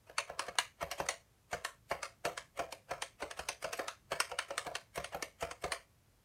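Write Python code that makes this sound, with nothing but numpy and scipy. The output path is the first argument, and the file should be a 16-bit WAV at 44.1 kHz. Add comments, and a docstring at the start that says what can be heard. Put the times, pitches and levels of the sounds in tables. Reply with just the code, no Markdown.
"""In a small quiet room, one finger works the keys of a plastic electronic typewriter on a desk, close to a phone.
Each press: the rubber dome gives way, the stem slides, the key hits bottom and thuds into case and desk.
On release the cap snaps up against its stop, a few times after a faint knock as the finger lets go.
Contacts are noise bursts filtered by the modes of the struck parts; thuds are modes rung by a soft push.
A brief diffuse tail answers the keys, over a faint low hum and hiss of coloured noise."""
import sys
import numpy as np
from scipy import signal
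from scipy.fft import rfft, irfft
from scipy.io import wavfile
from scipy.ndimage import uniform_filter1d

SR = 44100
rng = np.random.default_rng(int(sys.argv[2]) if len(sys.argv) > 2 else 0)


def dump_mix(stems):
    """Bounce the given channels to the path in sys.argv[1] as a 16-bit WAV at rate SR."""
    frames = np.atleast_2d(stems).T  # one column per channel
    limited = np.clip(frames, -1, 1)  # hard clip at full scale
    pcm = np.round(limited * 32767).astype(np.int16)
    wavfile.write(sys.argv[1], SR, pcm)


N = 275184

# The key hits bottom. Each row: time in seconds, strength in dB, hardness in dB, fizz over the strength in dB,
# rattle decay constant in ms, peak level of the thud in the desk top in dB, and of that in the base in dB.
BOTTOM_HITS = [(0.097, -46, -5, -22, 1.6, -59, -64), (0.298, -35.5, -13, -50, 2.5, -54.5, -53.5),
               (0.483, -37, 0, -34.5, 6.6, -59, -52), (0.827, -31, -3, -22, 5.4, -45, -44),
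               (1.0, -29, -2, -25, 6.8, -47, -41.5), (1.529, -32, 4, -33, 8.4, -48, -43),
               (1.913, -28.5, -2.2, -29, 8.2, -48, -46), (2.251, -29.5, 7, -20, 8.8, -55, -42),
               (2.593, -30.5, -1.5, -48, 4.8, -53, -48), (2.911, -31.5, 0, -53, 4.5, -52, -48.5),
               (3.222, -34.5, 4, -52, 6.9, -50, -53), (3.391, -36, 7.5, -23, 4.8, -46.5, -51),
               (3.643, -32.5, 4, -36, 5.2, -56, -48), (3.793, -31, -1.2, -27, 2, -62, -60),
               (4.119, -30, 3, -30.5, 2.7, -53.5, -45.5), (4.315, -35.5, -0.5, -55, 6.5, -57, -60),
               (4.506, -35, -1, -49, 4.4, -60, -59), (4.666, -36.5, 1.1, -30, 2.4, -56.5, -48),
               (4.976, -33, 1.5, -23, 4.1, -48, -41.5), (5.146, -33.5, -5, -18, 4.5, -52, -45.5),
               (5.425, -31.5, 1.7, -30, 5.6, -44, -44.5), (5.64, -32.5, 4.5, -43, 5.3, -43.5, -43)]
# How the hardness of a soft contact tilts its spectrum. 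One share of the hardness (dB per dB) for each part:
# case, plate, keycap, stem, tick, fizz.
SOFT_HARDNESS_SHARE = (0, 0.091, 0.4, 0.72, .9, 1.2)


def undb(db):
    """Decibels are twenty times the logarithm of an amplitude ratio; this inverts them."""
    return 10 ** (np.asarray(db) / 20)


def decay(t, t60):
    """Exponential damping: the amplitude falls by 60 dB in t60 seconds."""
    return np.exp(-np.log(1000) * t / t60)


def gains(table, size):
    """Frequency response: gain per FFT bin from (Hz, dB) points joined on a log-frequency axis."""
    hz, db = np.transpose(table)
    bin_hz = np.arange(size // 2 + 1) * SR / size
    return undb(np.interp(np.log(bin_hz + 1), np.log(hz), db))


def shape(x, table):
    """Linear filtering: a product of spectra colours a noise by (Hz, dB) points."""
    return irfft(rfft(x) * gains(table, len(x)), len(x))


def ring(modes, t, scatter_db, detune):
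    """Modal superposition: an impulse response is a sum of damped sines, here scaled to unit energy."""
    hz, db, t60 = np.transpose(modes)[:, :, None]
    # mode strengths and pitches vary a little at random from one contact to the next
    strength_shift, pitch_shift = rng.standard_normal((2, len(modes), 1))
    sines = np.sin(2 * np.pi * hz * (1 + detune * pitch_shift) * t)
    fade = decay(t, np.maximum(t60, .004))
    x = np.sum(undb(db + scatter_db * strength_shift) * fade * sines, axis=0)
    return x / np.linalg.norm(x)


def part(modes, dense_db, t60, t, size):
    """Modal density: spectra of a part's ring (listed modes plus a dense thicket) and of its smooth colour."""
    first_hz, first_db, _ = modes[0]
    last_hz, last_db, _ = modes[-1]
    colour = [(first_hz * 0.47, -40), (first_hz * 1.145, first_db - 4)]
    colour = colour + [mode[:2] for mode in modes]
    colour = colour + [(last_hz * 1.054, last_db - 4), (last_hz * 1.163, -40)]
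    thicket = shape(rng.standard_normal(len(t)), colour) * decay(t, t60)
    x = ring(modes, t, scatter_db=1.0, detune=0.013)
    x = x + undb(dense_db) * thicket / np.linalg.norm(thicket)
    edges = [0.84 * first_hz, 1.247 * last_hz]  # a part radiates little outside its own modes
    band = signal.butter(4, edges, "band", fs=SR, output="sos")
    struck = rfft(signal.sosfilt(band, x), size)
    rubbed = gains(colour, size)  # loose rubbing excites the smooth colour
    return struck, rubbed * np.linalg.norm(struck) / np.linalg.norm(rubbed)


def contacts(times, levels_db, rattles_ms, scrapes_db, rise_share, grain_db, clump_db, settle_db, settle_ms, scrape_ms):
    """Source and resonator: a swelling scrape, a rattle of tiny uneven knocks and a fitful settling excite each part."""
    # Modes of each part. Each row: frequency in Hz, relative level in dB, t60 in seconds (at least 0.004 is used).
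    case_modes, plate_modes, cap_modes = [(318.7, -13, 0.13), (406.3, -10.5, 0.19), (492.3, -1.5, 0.12),
                                          (542, 1, 0.12), (568.6, 1, 0.16), (688, 6.5, 0.076),
                                          (713, 5.5, 0.017), (901, -12, 0.14)], [(984, 1.5, 0.033), (1071, 0.1, 0.064),
                                                        (1380, -2, 0.017), (1430, -5, 0.018),
                                                        (1678, -1.5, 0.0057)], [(1871, 7, 0.024), (1948, -8, 0.077),
                                                                       (2215, 5, 0.026),
                                                                       (2510, -0.5, 0.0082),
                                                                       (2717, -0.5, 0.1), (3053, -2, 0.052)]
    stem_modes, tick_modes, fizz_modes = [(3197, 2.5, 0.014), (4000, -4, 0.0051), (4360, 1, 0.024),
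                                          (5440, -2.6, 0.004), (5300, -6, 0.004), (5800, 0.8, 0.023),
                                          (6374, -2.5, 0.03)], [(6990, 11.4, 0.0091), (8000, 8.7, 0.0033),
                                                        (9460, 7.2, 0.0069), (9480, 8.7, 0.049)], [(11540, 14, 0.0063),
                                                                      (12150, 16, .006),
                                                                      (13360, -13, 0.0085),
                                                                      (15000, -39.5, .006)]
    # The countless faint modes between the listed ones, a row for each part in the order above.
    # Each row: level over the listed modes in dB, t60 in seconds.
    dense_modes = [(0, 0.046), (2.999, 0.016), (3.998, 0.02), (5.999, 0.0065), (5, 0.0055), (6, 0.0036)]
    parts = (case_modes, plate_modes, cap_modes, stem_modes, tick_modes, fizz_modes)

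    size, lead, tail, clump = 8192, 2048, 4096, 128  # samples
    length = size + tail
    out, t = np.zeros(N + SR), np.arange(tail) / SR
    ms = 1000 * (np.arange(size) - lead) / SR  # time from the contact
    after = np.maximum(ms, 0)
    for s, part_db, rattle_ms, scrape_db in zip(times, levels_db, rattles_ms, scrapes_db):
        knocks = rng.standard_normal(size) * undb(grain_db * rng.exponential(size=size))
        steps = np.repeat(rng.standard_normal(size // clump), clump)
        fits = undb(clump_db * uniform_filter1d(steps, clump))
        rise = 1 - np.exp(-after / max(rise_share * rattle_ms, .05))
        rattle = knocks * rise * np.exp(-after / max(rattle_ms, .5))
        blow = rfft(rattle, length)

        settling = undb(settle_db) * rise * np.exp(-after / settle_ms)
        scrape = undb(scrape_db) * np.exp(-np.abs(ms) / scrape_ms)
        rubbing = rng.standard_normal(size) * np.std(knocks) * fits * (settling + scrape)
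        loose = rfft(rubbing, length)

        for db, modes, dense in zip(part_db, parts, dense_modes):
            struck, rubbed = part(modes, *dense, t, length)
            sound = irfft(blow * struck + loose * (rubbed + 0.75 * struck))
            # amplitude of a sine with the power of the loudest 200 samples
            loudest = np.sqrt(2 * np.max(uniform_filter1d(sound ** 2, size=200)))
            start = int(s * SR)
            out[start:start + length] += sound * undb(db) / loudest
    return out[lead:N + lead]


def spread(strength_db, kind_db, column_db, share):
    """Spectral tilt: the level of each part (columns) in each contact (rows) follows strength and hardness or lean."""
    return strength_db[:, None] + np.array(kind_db) + np.outer(column_db, share)


def hiss():
    """Stationary coloured noise: low hum of the house that swells slowly, over the steady hiss of the microphone."""
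    # Spectrum of the noise. Each row: frequency in Hz, relative density in dB per Hz.
    noise_spectrum = [(15, -26), (25, -28), (43, -4), (76, -8.5), (108, -2), (141, -9), (212, -13.5),
                      (263, -17.5), (384, -19.5), (3620, -31), (11600, -33.5), (14800, -36), (16000, -44.5)]
    level_db = -68.5  # RMS
    k = SR // 8  # samples between swell levels
    swell = uniform_filter1d(np.repeat(rng.standard_normal(N // k + 1), k), k)[:N]
    x = shape(rng.standard_normal(N), noise_spectrum)
    low = signal.sosfilt(signal.butter(2, 300, fs=SR, output="sos"), x)
    x = x + low * (undb(2.0 * swell) - 1)
    return x * undb(level_db) / np.std(x)


def dome_gives():
    """Snap-through buckling: the rubber dome gives way, a soft contact heard after a scrape of the stem."""
    # Each row: time in seconds, strength in dB, hardness in dB, rattle decay constant in ms.
    dome_events = [(0.067, -61.5, -12, 36), (0.277, -55, -11.5, 7.4), (0.464, -53.5, -3, 9.3),
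                   (0.814, -39, -15, 2.9), (0.98, -46.5, -8, 23), (1.514, -54, -2.5, 5.7),
                   (1.897, -62.5, 7, 12), (2.238, -66, -6, 5.2), (2.573, -47.5, -6.5, 6.6),
                   (2.891, -51, -16, 16), (3.202, -49, -12, 13), (3.371, -51, -6, 14),
                   (3.625, -46, -2, 3.6), (3.774, -58, 9.5, 6.6), (4.106, -59, -1.5, 8),
                   (4.294, -53.5, -5, 11), (4.485, -56, -5, 9), (4.646, -52, -7, 9.4), (4.957, -46, 1, 6.5),
                   (5.124, -45.5, -17, 15), (5.406, -49, 0, 23), (5.622, -59, 3, 4.1)]
    # Level over the strength in dB for case, plate, keycap, stem, tick, fizz.
    part_offsets_db = (-0.5, 0, 2, -2, -0.5, -7.5)
    scrape_db = -13  # under the contact
    s, db, hard, ms = np.transpose(dome_events)
    levels = spread(db, part_offsets_db, hard, SOFT_HARDNESS_SHARE)
    return contacts(s, levels, ms, scrape_db + 0 * s,
                    rise_share=0.11, grain_db=3.0, clump_db=2.0, settle_db=-11.5, settle_ms=16, scrape_ms=9)


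def room(dry):
    """Diffuse reverberation: convolution with noise that builds up over 5.5 ms and fades at its own rate in each band."""
    # Each row: band centre in Hz, t60 in seconds, relative level in dB.
    room_bands = [(148, 0.13, -16), (544, 0.24, -21.5), (2250, 0.27, -23), (6170, 0.49, -37.5),
                  (11600, 0.29, -52)]
    t, tail = np.arange(SR // 2) / SR, 0
    onset = np.clip(t / 0.0055, 0, 1)
    for k, (_, t60, db) in enumerate(room_bands):
        # the other band centres lie 30 dB down
        curve = [(row[0], 0 if j == k else -30) for j, row in enumerate(room_bands)]
        band = shape(rng.standard_normal(len(t)), curve)
        tail = tail + undb(db - 17.5) * band * decay(t, t60) * onset
    return signal.fftconvolve(dry, tail)[:N]


def bottom_hits():
    """Impact excitation: the key hits bottom, and a harder contact sends more of its energy to the high modes."""
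    # Level over the strength in dB for case, plate, keycap, stem, tick; then the share of the hardness
    # (dB per dB) for the same parts. The fizz has its own column among the events.
    part_offsets_db = (0, -4.5, -9, -13, -20.5)
    hardness_share = (0, .3, .6, .8, 1.1)
    scrape_db = -14  # under the contact
    s, db, hard, fizz, ms, *_ = np.transpose(BOTTOM_HITS)
    levels = np.c_[spread(db, part_offsets_db, hard, hardness_share), db + fizz]
    return contacts(s, levels, ms, scrape_db + 0 * s,
                    rise_share=0.032, grain_db=2.0, clump_db=3.0, settle_db=-16.5, settle_ms=45.6, scrape_ms=3.8)


def desk(push_ms):
    """Forced modal response: a soft push of a few milliseconds rings the desk top and the base of the machine."""
    # Modes of the desk top, then of the base. Each row: frequency in Hz, relative level in dB, t60 in seconds.
    top_modes = [(62.5, -6, 0.49), (78.6, 0, 0.21)]
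    base_modes = [(146.8, -2.5, 0.2), (176, -1.5, 0.2), (225, -16.5, 0.041)]
    out, t = np.zeros(N + SR), np.arange(SR // 3) / SR
    push = np.hanning(int(push_ms * SR / 1000))
    for s, *_, top_db, base_db in BOTTOM_HITS:
        start = int(s * SR)
        for db, modes in ((top_db, top_modes), (base_db, base_modes)):
            response = ring(modes, t, scatter_db=0.5, detune=0.046)
            sound = signal.fftconvolve(response, push)[:len(t)]
            out[start:start + len(t)] += sound * undb(db) / np.max(np.abs(sound))
    return signal.sosfilt(signal.butter(3, 44, "high", fs=SR, output="sos"), out[:N])


def cap_snaps():
    """Impact on a stop: the cap snaps up, and the case answers at about one level, growing little with strength."""
    # Each row: time in seconds, strength in dB, lean towards the plate in dB, fizz over the strength in dB,
    # rattle decay constant in ms.
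    snap_events = [(0.181, -30.5, 3.5, -24, 3.6), (0.393, -34.5, 5.5, -27.5, 2.3),
                   (0.5853, -25, 0, -19, 2.1), (0.913, -37, -4, -9.5, 2.6), (1.087, -28.5, -6, -20, 2.5),
                   (1.648, -36.5, 3.5, -14, 2.5), (2.03, -38, 3, -27.5, 1.46), (2.377, -41.5, 6, -28, 0.94),
                   (2.724, -41, -4.5, -13, 2.7), (3.021, -34, -2.5, -23, 3.9), (3.311, -43.5, 1, -33, 2.1),
                   (3.486, -32, -5.5, -16, 3.4), (3.73, -37.5, -2, -10, 2.2), (3.881, -37.5, 2.5, -22, 2.3),
                   (4.201, -27.5, 3, -15.5, 3.5), (4.388, -32.5, 3, -31, 2.7), (4.579, -33, 2.5, -21, 2.03),
                   (4.752, -36, 1, -22, 3.3), (5.043, -39.5, -2, -26, 2.9), (5.224, -34, -7.5, -15, 3.5),
                   (5.511, -44, 5, -31, 2.8), (5.719, -32, -0.5, -20, 3.1)]
    # Level over the strength in dB for plate, keycap, stem, tick; then the share of the lean (dB per dB).
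    part_offsets_db = (0.5, 0.2, -0.1, -4)
    lean_share = (0.87, 0.05, 0.039, 0.22)
    rise_scrape_db = -60  # the rising stem scrapes at about one level, whatever the strength of the snap
    s, db, lean, fizz, ms = np.transpose(snap_events)
    case_db = -25.5 + 0.41 * db - 0.36 * lean
    levels = np.c_[case_db, spread(db, part_offsets_db, lean, lean_share), db + fizz]
    return contacts(s, levels, ms, rise_scrape_db - db,
                    rise_share=0.063, grain_db=2.5, clump_db=2.5, settle_db=-20.5, settle_ms=31.6, scrape_ms=5.6)


def finger_lifts():
    """Release of a contact: the finger lets go with a faint knock, whose slow rise keeps it soft."""
    # Each row: time in seconds, strength in dB, hardness in dB.
    lift_events = [(0.554, -51.5, -15), (1.063, -46, -9), (2.709, -64.5, 0), (5.194, -54, -25)]
    # Level over the strength in dB for case, plate, keycap, stem, tick, fizz.
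    part_offsets_db = (1.5, 0, -2, -1, -1, -9)
    rattle_ms, scrape_db = 2.5, -21  # decay constant; scrape under the contact
    s, db, hard = np.transpose(lift_events)
    levels = spread(db, part_offsets_db, hard, SOFT_HARDNESS_SHARE)
    return contacts(s, levels, rattle_ms + 0 * s, scrape_db + 0 * s,
                    rise_share=0.37, grain_db=3.0, clump_db=5.5, settle_db=-17.5, settle_ms=11, scrape_ms=6.1)


def scene():
    """Superposition: key contacts, their room tail, desk thuds and background noise add linearly."""
    keys = dome_gives() + bottom_hits() + cap_snaps() + finger_lifts()
    return (keys + room(keys) + desk(push_ms=5.5) + hiss())[None]


def record(dry):
    """Band limiting: the phone cuts the top with a steep low-pass."""
    top_hz = 15800
    return signal.sosfilt(signal.ellip(10, .2, 70, top_hz, fs=SR, output="sos"), dry)


dry = scene()
out = record(dry)
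dump_mix(out)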